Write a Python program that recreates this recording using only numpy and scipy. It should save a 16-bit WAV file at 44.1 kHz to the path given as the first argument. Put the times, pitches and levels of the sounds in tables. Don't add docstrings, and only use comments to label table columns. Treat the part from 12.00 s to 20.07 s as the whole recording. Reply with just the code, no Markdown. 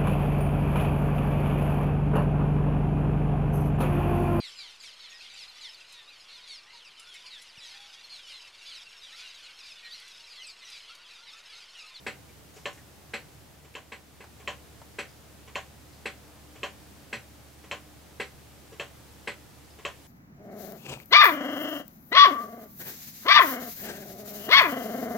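import sys
import numpy as np
from scipy import signal
from scipy.fft import rfft, irfft, next_fast_len
from scipy.io import wavfile
from scipy.ndimage import uniform_filter1d

SR = 44100
rng = np.random.default_rng(int(sys.argv[2]) if len(sys.argv) > 2 else 0)


def to_linear_factor(level_db):
    exponent = np.asarray(level_db, float) / 20
    return 10 ** exponent


def generate_wav(sig):
    pcm = np.round(np.clip(np.atleast_2d(sig).T, -1, 1) * 32767).astype(np.int16)
    wavfile.write(sys.argv[1], SR, pcm)


N = 355887


def bin_hz(n):
    return np.arange(n // 2 + 1) * SR / n + 1


def shape(n, table):
    hz, db = np.transpose(table)
    return to_linear_factor(np.interp(np.log(bin_hz(n)), np.log(hz), db))


def unit(x):
    return x / np.sqrt(np.mean(x ** 2))


def fade(t, t60):
    return np.exp(-np.log(1000) * t / np.maximum(t60, .01))


def walk(rate_hz):
    hold = int(SR / rate_hz)
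    steps = np.repeat(rng.standard_normal(N // hold + 1), hold)
    return uniform_filter1d(uniform_filter1d(steps, hold), hold)[:N]


def resonance(hz, width_hz, n):
    f = bin_hz(n)
    response = 1 / (1 + 1j * (f / hz - hz / f) * hz / width_hz)
    return unit(irfft(rfft(rng.standard_normal(n)) * response, n))


def add(track, start_s, sound):
    i = int(start_s * SR)
    track[i:i + len(sound)] += sound[:N - i]


def both_views(first_db, second_db):
    fade_start_s, fade_end_s = 1.33, 2.45
    second = np.interp(np.arange(N) / SR, [fade_start_s, fade_end_s], [0, 1])
    return np.hypot((1 - second) * to_linear_factor(first_db), second * to_linear_factor(second_db))


# [pitch_hz, level_db (per Hz)]
AIR_COLOR = [(13, -52), (22, -9), (43, -20), (55, -8), (76, -6), (147, -1), (169, -6), (199, -9),
             (241, -9.5), (292, -6.5), (374, -10.5), (832, -13.5), (981, -16.5), (2240, -20), (15800, -27)]
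# [pitch_hz, likeness (0-1)]
AIR_LIKENESS = [(60, 0.15), (130, 0.46), (300, 0.47), (700, 0.33), (1500, 0.35), (4000, 0.29),
                (12000, 0.19)]


def air():
    n = next_fast_len(N)
    hz, like = np.transpose(AIR_LIKENESS)
    like = np.clip(np.interp(np.log(bin_hz(n)), np.log(hz), like), 0, 1)
    noise = rfft(rng.standard_normal((2, n))) * shape(n, AIR_COLOR)
    mid, side = noise * np.sqrt([1 + like, 1 - like])
    stereo = unit(irfft(np.array([mid + side, mid - side]), n)[:, :N])
    return stereo * both_views(-54.5, -54.5) * to_linear_factor(2.5 + .5 * walk(2.16))


# [pitch_hz, width_hz, level_db]
FAN_HUM = [(72.3, 0.63, -1), (112, 6.6, -8), (144.5, 3.8, -16.5), (208, 8.4, -10.5), (300, 2.2, -10)]


def fan():
    t = np.arange(N) / SR
    hum = 0
    for hz, width_hz, level_db in FAN_HUM:
        tone = np.sqrt(2) * np.sin(2 * np.pi * (hz * t + rng.random()))
        tone = tone * to_linear_factor(1.4 * walk(3.36))
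        share = np.clip(width_hz / 6, 0, 1)
        flutter = resonance(hz, width_hz, next_fast_len(N))[:N]
        hum = hum + to_linear_factor(level_db) * ((1 - share) * tone + share * flutter)
    left_right = to_linear_factor(np.array([[-.8], [.8]]))
    return hum * left_right * both_views(-59, -57)


def rumble():
    peak_s, half_s, level_db = 4.3, 0.25, -61.5
    swell = np.exp(-((np.arange(N) / SR - peak_s) / half_s) ** 2)
    return to_linear_factor(level_db) * swell * resonance(398, 510, next_fast_len(N))[:N]


STRAY_STARTS = [.288, .54, .56, .73, .775, 1.74, 2.2395, 2.5, 2.8165, 2.99, 3.085, 3.241, 3.549, 3.925,
                6.722, 7.705]
# [level_db, pitch_hz, width_hz, t60_s]
STRAY_SOUNDS = [(-56, 2280, 200, .12), (-59.5, 6800, 400, .21), (-57, 5600, 1500, 0.45),
                (-57.5, 6800, 2500, 0.36), (-51.5, 1820, 240, 0.13), (-48, 2222, 880, .051),
                (-45.5, 900, 416.7, 0.067), (-58.5, 6000, 2500, .061), (-45.5, 730, 290, 0.059),
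                (-50, 5960, 110, .15), (-62, 4950, 450, .38), (-56.5, 520, 540, .061),
                (-45, 2200, 600, .051), (-60, 4600, 900, 0.41), (-49, 440, 55, .11), (-61, 5000, 130, 0.17)]


def strays():
    t, out = np.arange(9000) / SR, np.zeros(N)
    for start_s, (level_db, hz, width_hz, t60_s) in zip(STRAY_STARTS, STRAY_SOUNDS):
        envelope = fade(t, t60_s) * (1 - np.exp(-t / 0.00061))
        add(out, start_s, to_linear_factor(level_db) * resonance(hz, width_hz, len(t)) * envelope)
    return out


def strikes(events, hz, t60, mode_db, rise, dense, dense_db, dense_t60, crack_db, vary_db):
    t = np.arange(9000) / SR
    out = np.zeros(N)
    start = 2 * np.pi * rng.random(len(hz)) / (1 + (520 / hz) ** 10)
    swell = fade(t, t60[:, None]) * (1 - np.exp(-t / np.maximum(rise[:, None], 1e-4)))
    usual = rng.standard_normal(len(t))
    crack = to_linear_factor(crack_db) * np.sin(2 * np.pi * 2500 * t) * np.exp(-((t - .0018) / 0.00038) ** 2)
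    board = np.exp(-(np.log(hz / 430) / 0.088) ** 2)
    door = np.exp(-(np.log(hz / 1030) / 0.34) ** 2)
    treble = 1 / (1 + (2450 / hz) ** 8)
    for start_s, blow_db, board_db, door_db, treble_db in events:
        level_luck, pitch_luck, phase_luck = rng.standard_normal((3, len(hz)))
        blow_shape = board_db * board + door_db * door + treble_db * treble
        gain = to_linear_factor(mode_db + blow_shape + vary_db * level_luck)
        pitch = hz * (1 + 0.0018 * pitch_luck)
        phase = 2 * np.pi * pitch[:, None] * t + (start + 0.39 * phase_luck)[:, None]
        modes = gain @ (swell * np.sin(phase)) / np.linalg.norm(to_linear_factor(mode_db))
        crowd = usual + 0.72 * rng.standard_normal(len(t))
        crowd = unit(irfft(rfft(crowd) * shape(len(t), dense), len(t)))
        crowd = crowd * fade(t, dense_t60) * (1 - np.exp(-t / 0.0033))
        add(out, start_s, to_linear_factor(blow_db) * (modes + to_linear_factor(dense_db) * crowd + crack))
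    return out


# [start_s, blow_db, board_db, door_db, treble_db]
UNLOCK_BLOWS = [
    (0.564, -44, 7.5, 5, 3),
    (1.646, -47, 5, -5, 2),
    (2.399, -43.5, 7, 0, 2),
    (3.475, -41, -4, 0, 5),
    (4.555, -41.5, 3.5, 3, 3),
    (5.637, -42, 6, -5, 2),
    (6.724, -43, 11.5, -9, 3),
    (7.786, -41, 4, -7, 0),
]
# [pitch_hz, width_hz, level_db]
PALLET_RINGS = [(430, 46, 3.5), (758, 48, 3), (1055, 44, -16.5), (2240, 41, 0), (3310, 70, -3),
                (5770, 70, -6), (6500, 40, -13), (7300, 40, -6)]
# [pitch_hz, level_db (per Hz)]
TOCK_CROWD = [(380, -18), (650, -5), (853, -14), (1030, -0.5), (1240, -9.5), (1710, -8.5), (3090, -7.5),
              (3580, -16), (4480, -22), (4760, -25.5), (7720, -20), (8620, -40), (12500, -35), (16200, -71),
              (22000, -120)]


def unlocking():
    hz, width_hz, level_db = np.transpose(PALLET_RINGS)
    rise = np.full(len(hz), .003)
    return strikes(UNLOCK_BLOWS, hz, 3.3 / width_hz, level_db, rise, TOCK_CROWD,
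                   dense_db=-5, dense_t60=0.17, crack_db=-4, vary_db=2.5)


# [start_s, blow_db, board_db, door_db, treble_db]
TICK_BLOWS = [
    (.0645, -29, -1, -6, -2),
    (1.1356, -30, 0, -2.5, 3.5),
    (1.9195, -37.5, 1, 2, 0),
    (2.2045, -46.5, 9, 2, -0.5),
    (2.9855, -30, 0.5, -2, 1),
    (4.056, -30, 4, -4, 2),
    (5.1278, -30, 3, -4.5, 3),
    (6.1985, -29.5, 8, -2, 0.5),
    (7.2733, -29, 2.5, -2, 0),
]
TOCK_BLOWS = [
    (.6551, -30, 3.5, 0, 0),
    (1.751, -36.5, 4, -4, 0),
    (2.4746, -29, -2, 2.5, 0),
    (3.5547, -29, -3, 3.5, 0),
    (4.631, -29, 2.5, 0.5, 0),
    (5.7118, -29.5, 0.5, -5, 0),
    (6.7965, -31, 7, -10, 0),
    (7.8497, -29, 2, 0, 0),
]
# [pitch_hz, t60_s, tick level_db, tock level_db]
CLOCK_RINGS = [(220.4, 0.17, -6.5, -19), (440.5, 0.08, 0.5, -1), (505, 0.25, -10, -15.5),
               (574, 0.15, 0.5, 2.5), (769, 0.17, -6, -5.5), (999, 0.11, -3, 2), (1086, 0.14, -8, -2),
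               (1491, 0.17, -9.5, -11), (1636, 0.087, -4, -5.5), (1795, 0.21, -14, -14),
               (1763, 0.065, -12, -1.5), (1880, 0.043, -10, -3), (1998, 0.08, 3.5, -13),
               (2066, 0.081, -2, -26), (2194, 0.085, -8, -4), (2250, 0.073, -2, -5), (2400, 0.095, -11, -27),
               (2490, 0.094, -3, -10), (2660, 0.068, 4.5, -1.5), (2830, 0.035, -12, -7.5),
               (2750, 0.091, -10, -46), (2920, 0.07, -12, -12), (3095, 0.11, -9, -5), (3240, 0.13, -13, -11),
               (3430, 0.048, -15, -16), (4000, 0.13, -12.5, -25), (5930, 0.21, -21, -50),
               (7650, 0.05, -13, -6.5), (7650, 0.15, -16.5, -36), (7680, 0.33, -27, -32),
               (306, 0.2, -12.5, -33), (333.5, 0.13, -9.5, -20.5), (385.5, 0.081, -8, -6.5),
               (406, 0.16, -8, -9.5), (475, 0.15, -7, -7.5), (840, 0.1, -6.5, -9), (1110, 0.15, -11.5, -6),
               (3270, .12, -23, -38), (4330, .12, -18, -11), (3960, 0.095, -11, -11),
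               (4240, 0.16, -12.5, -34), (4150, 0.18, -21, -17.5), (5260, 0.092, -18, -19.5),
               (6190, 0.12, -28, -23.5), (7950, 0.11, -17, -40)]
# [pitch_hz, tick rise_s, tock rise_s]
CASE_RISE = [(300, 0.002, 0.0019), (460, 0.00075, 0.0018), (580, 0.016, 0.012), (786, .003, 0.0087),
             (1050, 0.0025, 0.0062), (2180, 0.00095, 0.001), (4270, 0.0047, 0.0034), (7700, 0.0045, 0.0041)]
# [pitch_hz, level_db (per Hz)]
TICK_CROWD = [(380, -48), (650, -14.5), (718, -12), (1370, -9), (2000, -2.5), (2180, -5), (3170, -9),
              (3580, -17), (4060, -13), (6330, -30), (7810, -18.5), (8620, -28.5), (12500, -36),
              (16200, -66), (22000, -120)]


def ticks_and_tocks():
    hz, t60, tick_db, tock_db = np.transpose(CLOCK_RINGS)
    at_hz, tick_rise, tock_rise = np.transpose(CASE_RISE)
    tick = strikes(TICK_BLOWS, hz, t60, tick_db, np.interp(hz, at_hz, tick_rise), TICK_CROWD,
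                   dense_db=-7.5, dense_t60=0.18, crack_db=-6.5, vary_db=1.5)
    tock = strikes(TOCK_BLOWS, hz, t60, tock_db, np.interp(hz, at_hz, tock_rise), TOCK_CROWD,
                   dense_db=-8.0, dense_t60=0.19, crack_db=2.8, vary_db=2.0)
    return tick + tock


def room(dry):
    room_t60_s, room_db = 0.17, -8.5
    t = np.arange(14000) / SR
    onset = np.clip((t - .003) / 0.0011, 0, 1)
    echoes = rng.standard_normal((2, len(t))) * fade(t, room_t60_s) * onset
    echoes = signal.lfilter(*signal.butter(1, 900, "high", fs=SR), echoes)
    echoes = to_linear_factor(room_db) * echoes / np.linalg.norm(echoes, axis=1)[:, None]
    direct = dry * to_linear_factor(np.array([[.3], [-.3]]))
    return direct + signal.fftconvolve(dry[None], echoes, axes=1)[:, :N]


def scene():
    background = air() + fan()
    clock = to_linear_factor(6.0) * ticks_and_tocks() + to_linear_factor(-2.5) * unlocking()
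    return room(rumble() + strays() + clock) + background


def band_limit(x):
    return signal.sosfilt(signal.butter(12, 15770, fs=SR, output="sos"), x)


def record(dry):
    top_cut = signal.ellip(10, .1, 70, 15740, fs=SR, output="sos")
    mix = signal.sosfilt(top_cut, dry)
    return band_limit(mix)


dry = scene()
out = record(dry)
generate_wav(out)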